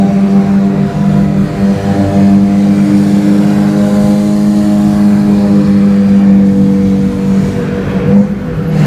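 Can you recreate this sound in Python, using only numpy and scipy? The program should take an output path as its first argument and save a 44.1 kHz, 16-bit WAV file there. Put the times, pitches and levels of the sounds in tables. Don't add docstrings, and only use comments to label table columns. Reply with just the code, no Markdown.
import sys
import numpy as np
from scipy import signal
from scipy.fft import rfft, irfft
from scipy.io import wavfile
from scipy.ndimage import uniform_filter1d

SR = 44100
rng = np.random.default_rng(int(sys.argv[2]) if len(sys.argv) > 2 else 0)


def wav_record(signal):
    frames = np.transpose(np.atleast_2d(signal))
    bounded = np.clip(frames, -1, 1)
    quanta = np.round(bounded * 32767).astype(np.int16)
    wavfile.write(sys.argv[1], SR, quanta)


N = 390726

# time in seconds, level in dB.
RUMBLE_LEVEL = [(0, -32), (.8, -28.5), (1.4, -22.5), (3.2, -37), (4, -26.5), (4.9, -29), (6.2, -25.5),
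                (8, -24.5), (8.86, -26)]
# frequency in Hz, relative density in dB.
RUMBLE_SPECTRUM = [(20, -6.5), (40, 15.5), (60, 21), (80, 18), (115, 22.5), (135, 22.5), (170, -30)]
# time in seconds, tunnel tyre roar in dB, neighbour's hiss in dB.
NOISE_LEVELS = [(0.0, -34, -44), (0.02, -33, -45), (0.37, -31, -43.5), (0.67, -34, -46), (0.69, -33, -47.5),
                (1.18, -30, -43.5), (1.28, -34, -47), (1.8, -30, -41), (2.34, -31.5, -41),
                (2.39, -34.5, -44), (2.98, -30.5, -37.5), (3.75, -32, -39.5), (4.05, -31.5, -37),
                (4.39, -34.5, -39.5), (4.83, -33, -39), (5.77, -32.5, -43.5), (6.22, -33, -45),
                (6.44, -33.5, -49), (6.46, -35.5, -44.5), (7.23, -34, -43.5), (7.48, -31, -40),
                (7.72, -30, -49), (8.12, -29.5, -49), (8.19, -36, -46), (8.36, -35, -56),
                (8.69, -33.5, -52.5), (8.79, -28, -39.5), (8.86, -23.5, -40)]
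# frequency in Hz, relative density in dB.
ROAR_SPECTRUM = [(120, -9), (180, 3), (260, -9.5), (500, -8.5), (850, -16), (1600, -19), (2400, -24),
                 (3200, -33.5), (5000, -38.5), (9000, -62), (15000, -94.5)]
# time in seconds, firing rate in Hz, level in dB, blurred share 0-1.
OWN_ENGINE = [(0, 155, -27, .6), (.8, 153, -24, 0.7), (1.1, 154, -19, 0.45), (2.3, 153, -25, 0.57),
              (3.1, 152.9, -19, 0.66), (4.5, 152.6, -26, 0.26), (5.4, 151.5, -20.5, 0.58),
              (6.3, 152.1, -26, 0.55), (7.2, 149.5, -22, 1), (7.7, 151.4, -16, 0.84),
              (8.15, 149.2, -22, 0.59), (8.36, 162, -18.5, 0.6), (8.69, 160.4, -14, 0.46),
              (8.86, 150.6, -9, .3)]
# multiple of the firing rate, dB relative to the engine level.
OWN_MULTIPLES = [(.5, -24), (1, 1), (1.5, -15.5), (2, -22), (3, -25)]
# start in seconds, end in seconds, start in Hz, end in Hz, width in Hz, peak level in dB.
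WHISTLE_BANDS = [(5.15, 6.05, 4320, 4310, 90, -45), (3.7, 4.5, 6100, 6000, 300, -49),
                 (4.3, 5.1, 6900, 6900, 150, -51), (3.6, 5.1, 8250, 8150, 300, -52),
                 (8.665, 8.712, 12000, 11200, 160, -44)]
# frequency in Hz, relative density in dB.
HISS_SPECTRUM = [(1500, -26.5), (3000, 6), (4300, 9.5), (5200, 4.5), (7000, 5.5), (8500, -1),
                 (10500, -20.5), (12500, -31.5), (15500, -56)]
# frequency in Hz, relative density in dB.
TOP_SPECTRUM = [(7000, -7), (9000, -0.5), (10200, -1), (11500, -6), (13500, -7), (15500, -10)]
# time in seconds, firing rate of one bank in Hz, common overtone offset in dB.
BANK_ENGINE = [(0, 98.5, 0), (.6, 98.5, -1.5), (1.15, 99.4, -0.5), (1.42, 98.35, -4), (1.65, 98.8, -1),
               (2.15, 98.67, 3), (2.4, 99.4, -1), (2.65, 100.1, -0.5), (3.1, 100.6, -1.5),
               (3.6, 101.7, -0.5), (4.1, 102.3, 0.5), (4.3, 103.1, -3), (4.6, 103.2, 0.5),
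               (5.2, 102.1, 0.5), (5.6, 100.6, 2), (5.9, 99.7, -2.5), (6.5, 98.12, -1), (7.2, 96.9, -1),
               (8.07, 96.4, 3.5), (8.19, 100.9, 0.5), (8.34, 100.1, -7), (8.7, 96.8, -3.5),
               (8.86, 97.1, -6)]
# time in seconds, scatter 0-1.
WALL_SCATTER = [(0, 0.7), (2.1, 0.48), (2.6, 0.32), (5, 0.37), (5.6, 0.66), (6.4, 0.27), (7.2, 0.21),
                (8.2, 0.74), (8.86, 0.72)]
# time in seconds, level in dB.
DRONE_LEVEL = [(0.0, -8.5), (0.24, -9), (0.29, -11.5), (0.39, -3), (0.44, -11.5), (0.49, -6), (0.86, -11),
               (0.91, -25), (1.01, -9.5), (1.23, -9), (1.31, -15.5), (1.43, -7.5), (1.5, -28), (1.65, -6.5),
               (1.73, -8.5), (1.78, -29), (1.92, -7.5), (1.95, -22), (2.0, -5), (2.07, -27), (2.17, -6.5),
               (3.72, -9.5), (4.19, -8), (5.48, -8.5), (6.46, -5.5), (6.56, -8.5), (7.06, -9.5),
               (7.13, -19), (7.4, -6.5), (7.43, -15.5), (7.9, -20), (7.97, -9.5), (8.04, -30), (8.09, -10),
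               (8.19, -2.5), (8.29, -21.5), (8.31, -11.5), (8.56, -32), (8.59, -19.5), (8.86, -14)]
FACING_TIMES_S = [.2, 1, 2, 2.9, 4, 4.9, 5.75, 6.7, 7.7, 8.5]
# multiple of the bank rate, then dB at each facing, before the common offset.
PIPE_OVERTONES = [(1, -30, -33.5, -21, -25.5, -29.5, -30, -26.5, -24.5, -28.5, -31),
                  (3, -25.5, -22.5, -21, -13, -20.5, -17.5, -23, -16.5, -28.5, -24),
                  (4, -23, -25.5, -28.5, -29.5, -26, -31.5, -27, -37.5, -31.5, -33),
                  (5, -30, -29, -26.5, -31.5, -24, -37, -25, -20, -23.5, -23),
                  (6, -29, -31, -26.5, -37, -22.5, -26, -32, -55, -42, -43),
                  (7, -28.5, -30.5, -28, -31, -35, -33.5, -35.5, -39, -39, -37),
                  (8, -30, -39, -30, -39.5, -30, -36, -39, -46.5, -49, -40),
                  (10, -48, -39, -37, -52, -36.5, -45, -51, -50, -50, -53)]
# multiple of the bank rate, dB with the pipes in view, dB after we pull ahead.
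WEAK_TONES = [(2.5, -35.5, -27), (4.5, -55, -39)]


def gain_of(db):
    return 10 ** (np.asarray(db) / 20)


def evened(x):
    return x / np.sqrt(np.mean(abs(x) ** 2) + 1e-20)


def curves(rows):
    time_s, *columns = np.transpose(rows)
    return [np.interp(np.arange(N) / SR, time_s, column) for column in columns]


def wobble(width_hz):
    hz = np.fft.fftfreq(N // 100 + 2, 100 / SR)
    re, im = rng.standard_normal((2, len(hz)))
    slow = evened(np.fft.ifft((re + 1j * im) / (1 + (2 * hz / width_hz) ** 2)))
    at, points = np.arange(N) / 100, np.arange(len(hz))
    return np.interp(at, points, slow.real) + 1j * np.interp(at, points, slow.imag)


def echo_paths(share, width_hz):
    share = np.clip(share, 0, 1)
    return np.sqrt(1 - share ** 2) + share * wobble(width_hz)


def drift(share, width_hz):
    return abs(echo_paths(share, width_hz))


def tone(turns, db, scatter, width_hz):
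    carrier = np.exp(2j * np.pi * (turns + rng.random()))
    return np.sqrt(2) * gain_of(db) * (echo_paths(scatter, width_hz) * carrier).real


def noise(spectrum, lo_hz, hi_hz, patchy_db, streaky_db, flicker_db):
    frames, hz = N // 256 + 5, np.fft.rfftfreq(N, 1 / SR)
    re, im, patches, streaks = rng.standard_normal((frames, 513, 4)).T
    patches = uniform_filter1d(uniform_filter1d(patches, size=14, axis=0), size=16, axis=1)
    streaks = uniform_filter1d(uniform_filter1d(streaks, size=3, axis=0), size=70, axis=1)
    flicker = uniform_filter1d(rng.standard_normal(frames), size=8)
    field_db = patchy_db * evened(patches) + streaky_db * evened(streaks) + flicker_db * evened(flicker)
    cells = (re + 1j * im) * gain_of(field_db)
    flat = signal.istft(cells, nperseg=1024, noverlap=768)[1][:N]
    shape_hz, shape_db = np.transpose(spectrum)
    shape = gain_of(np.interp(np.log(hz + 1), np.log(shape_hz), shape_db, left=-80))
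    shaped = rfft(flat) * shape
    band = irfft(shaped * (hz > lo_hz) * (hz < hi_hz), N)
    return irfft(shaped, N) / np.std(band)


def floor_rumble():
    texture = noise(RUMBLE_SPECTRUM, 25, 184.7, patchy_db=0.67, streaky_db=0.13, flicker_db=2.5)
    return gain_of(curves(RUMBLE_LEVEL)[0]) * texture


def tyre_roar():
    texture = noise(ROAR_SPECTRUM, 1030, 3700, patchy_db=0.98, streaky_db=2.34, flicker_db=0.23)
    return gain_of(curves(NOISE_LEVELS)[0]) * texture


def own_engine():
    firing_hz, level_db, blur = curves(OWN_ENGINE)
    turns = np.cumsum(firing_hz) / SR
    hum = sum(tone(k * turns, level_db + db, blur, width_hz=24.0) for k, db in OWN_MULTIPLES)
    return drift(0.78 * blur, width_hz=3.8) * hum


def whistles():
    t, out = np.arange(N) / SR, np.zeros(N)
    for start_s, end_s, start_hz, end_hz, width_hz, db in WHISTLE_BANDS:
        swell = np.sin(np.pi * np.clip((t - start_s) / (end_s - start_s), 0, 1))
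        turns = np.cumsum(np.interp(t, [start_s, end_s], [start_hz, end_hz])) / SR
        out += swell * tone(turns, db, 0.8, width_hz)
    return out


def neighbour_hiss(turns):
    mid_hiss_db, top_at_mid_db, top_slope_db_per_db = -42, -57, 1.1
    near_s, near_width_s, near_db = 4.5, 1.1, 3.5
    t, hiss_db = np.arange(N) / SR, curves(NOISE_LEVELS)[1]
    puffs = evened(1 + 0.056 * np.cos(2 * np.pi * turns) + 0.08 * np.cos(4 * np.pi * turns))
    hiss = noise(HISS_SPECTRUM, 4310, 9000, patchy_db=1.0, streaky_db=2.9, flicker_db=0.58)
    top = noise(TOP_SPECTRUM, 12160, 15000, patchy_db=0.7, streaky_db=1.6, flicker_db=0.3)
    top_db = top_at_mid_db + top_slope_db_per_db * (hiss_db - mid_hiss_db)
    top_db += near_db * np.exp(-((t - near_s) / near_width_s) ** 2)
    return puffs * (gain_of(hiss_db) * hiss + gain_of(top_db) * top)


def exhaust(turns, overtone_db):
    t, scatter = np.arange(N) / SR, curves(WALL_SCATTER)[0]
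    drone = tone(2 * turns, curves(DRONE_LEVEL)[0], 0.4 * scatter, width_hz=32)
    out = drift(0.2, width_hz=16) * drone
    for k, *facing_db in PIPE_OVERTONES:
        level_db = overtone_db + np.interp(t, FACING_TIMES_S, facing_db)
        blur = (0.81 + 0.051 * (k - 3)) * scatter
        out += drift(0.65 * scatter, width_hz=4.8) * tone(k * turns, level_db, blur, width_hz=21.6)
    level_with_driver_s, turn_away_s = 5.9, 0.29
    ahead = np.clip((t - level_with_driver_s) / turn_away_s, 0, 1)
    for k, in_view_db, ahead_db in WEAK_TONES:
        level_db = in_view_db + ahead * (ahead_db - in_view_db)
        out += tone(k * turns, level_db, 0.89, width_hz=5.1)
    return out


def neighbour():
    bank_hz, overtone_db = curves(BANK_ENGINE)
    turns = np.cumsum(bank_hz) / SR
    return exhaust(turns, overtone_db) + neighbour_hiss(turns)


def scene():
    return (floor_rumble() + tyre_roar() + own_engine() + whistles() + neighbour())[None]


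def record(dry):
    edge_hz = 15330
    limited = dry / (1 + abs(dry) ** 10) ** (1 / 10)
    low_pass = signal.firwin(1023, edge_hz, window=("kaiser", 9), fs=SR)
    return signal.oaconvolve(limited, low_pass[None], "same")


dry = scene()
out = record(dry)
wav_record(out)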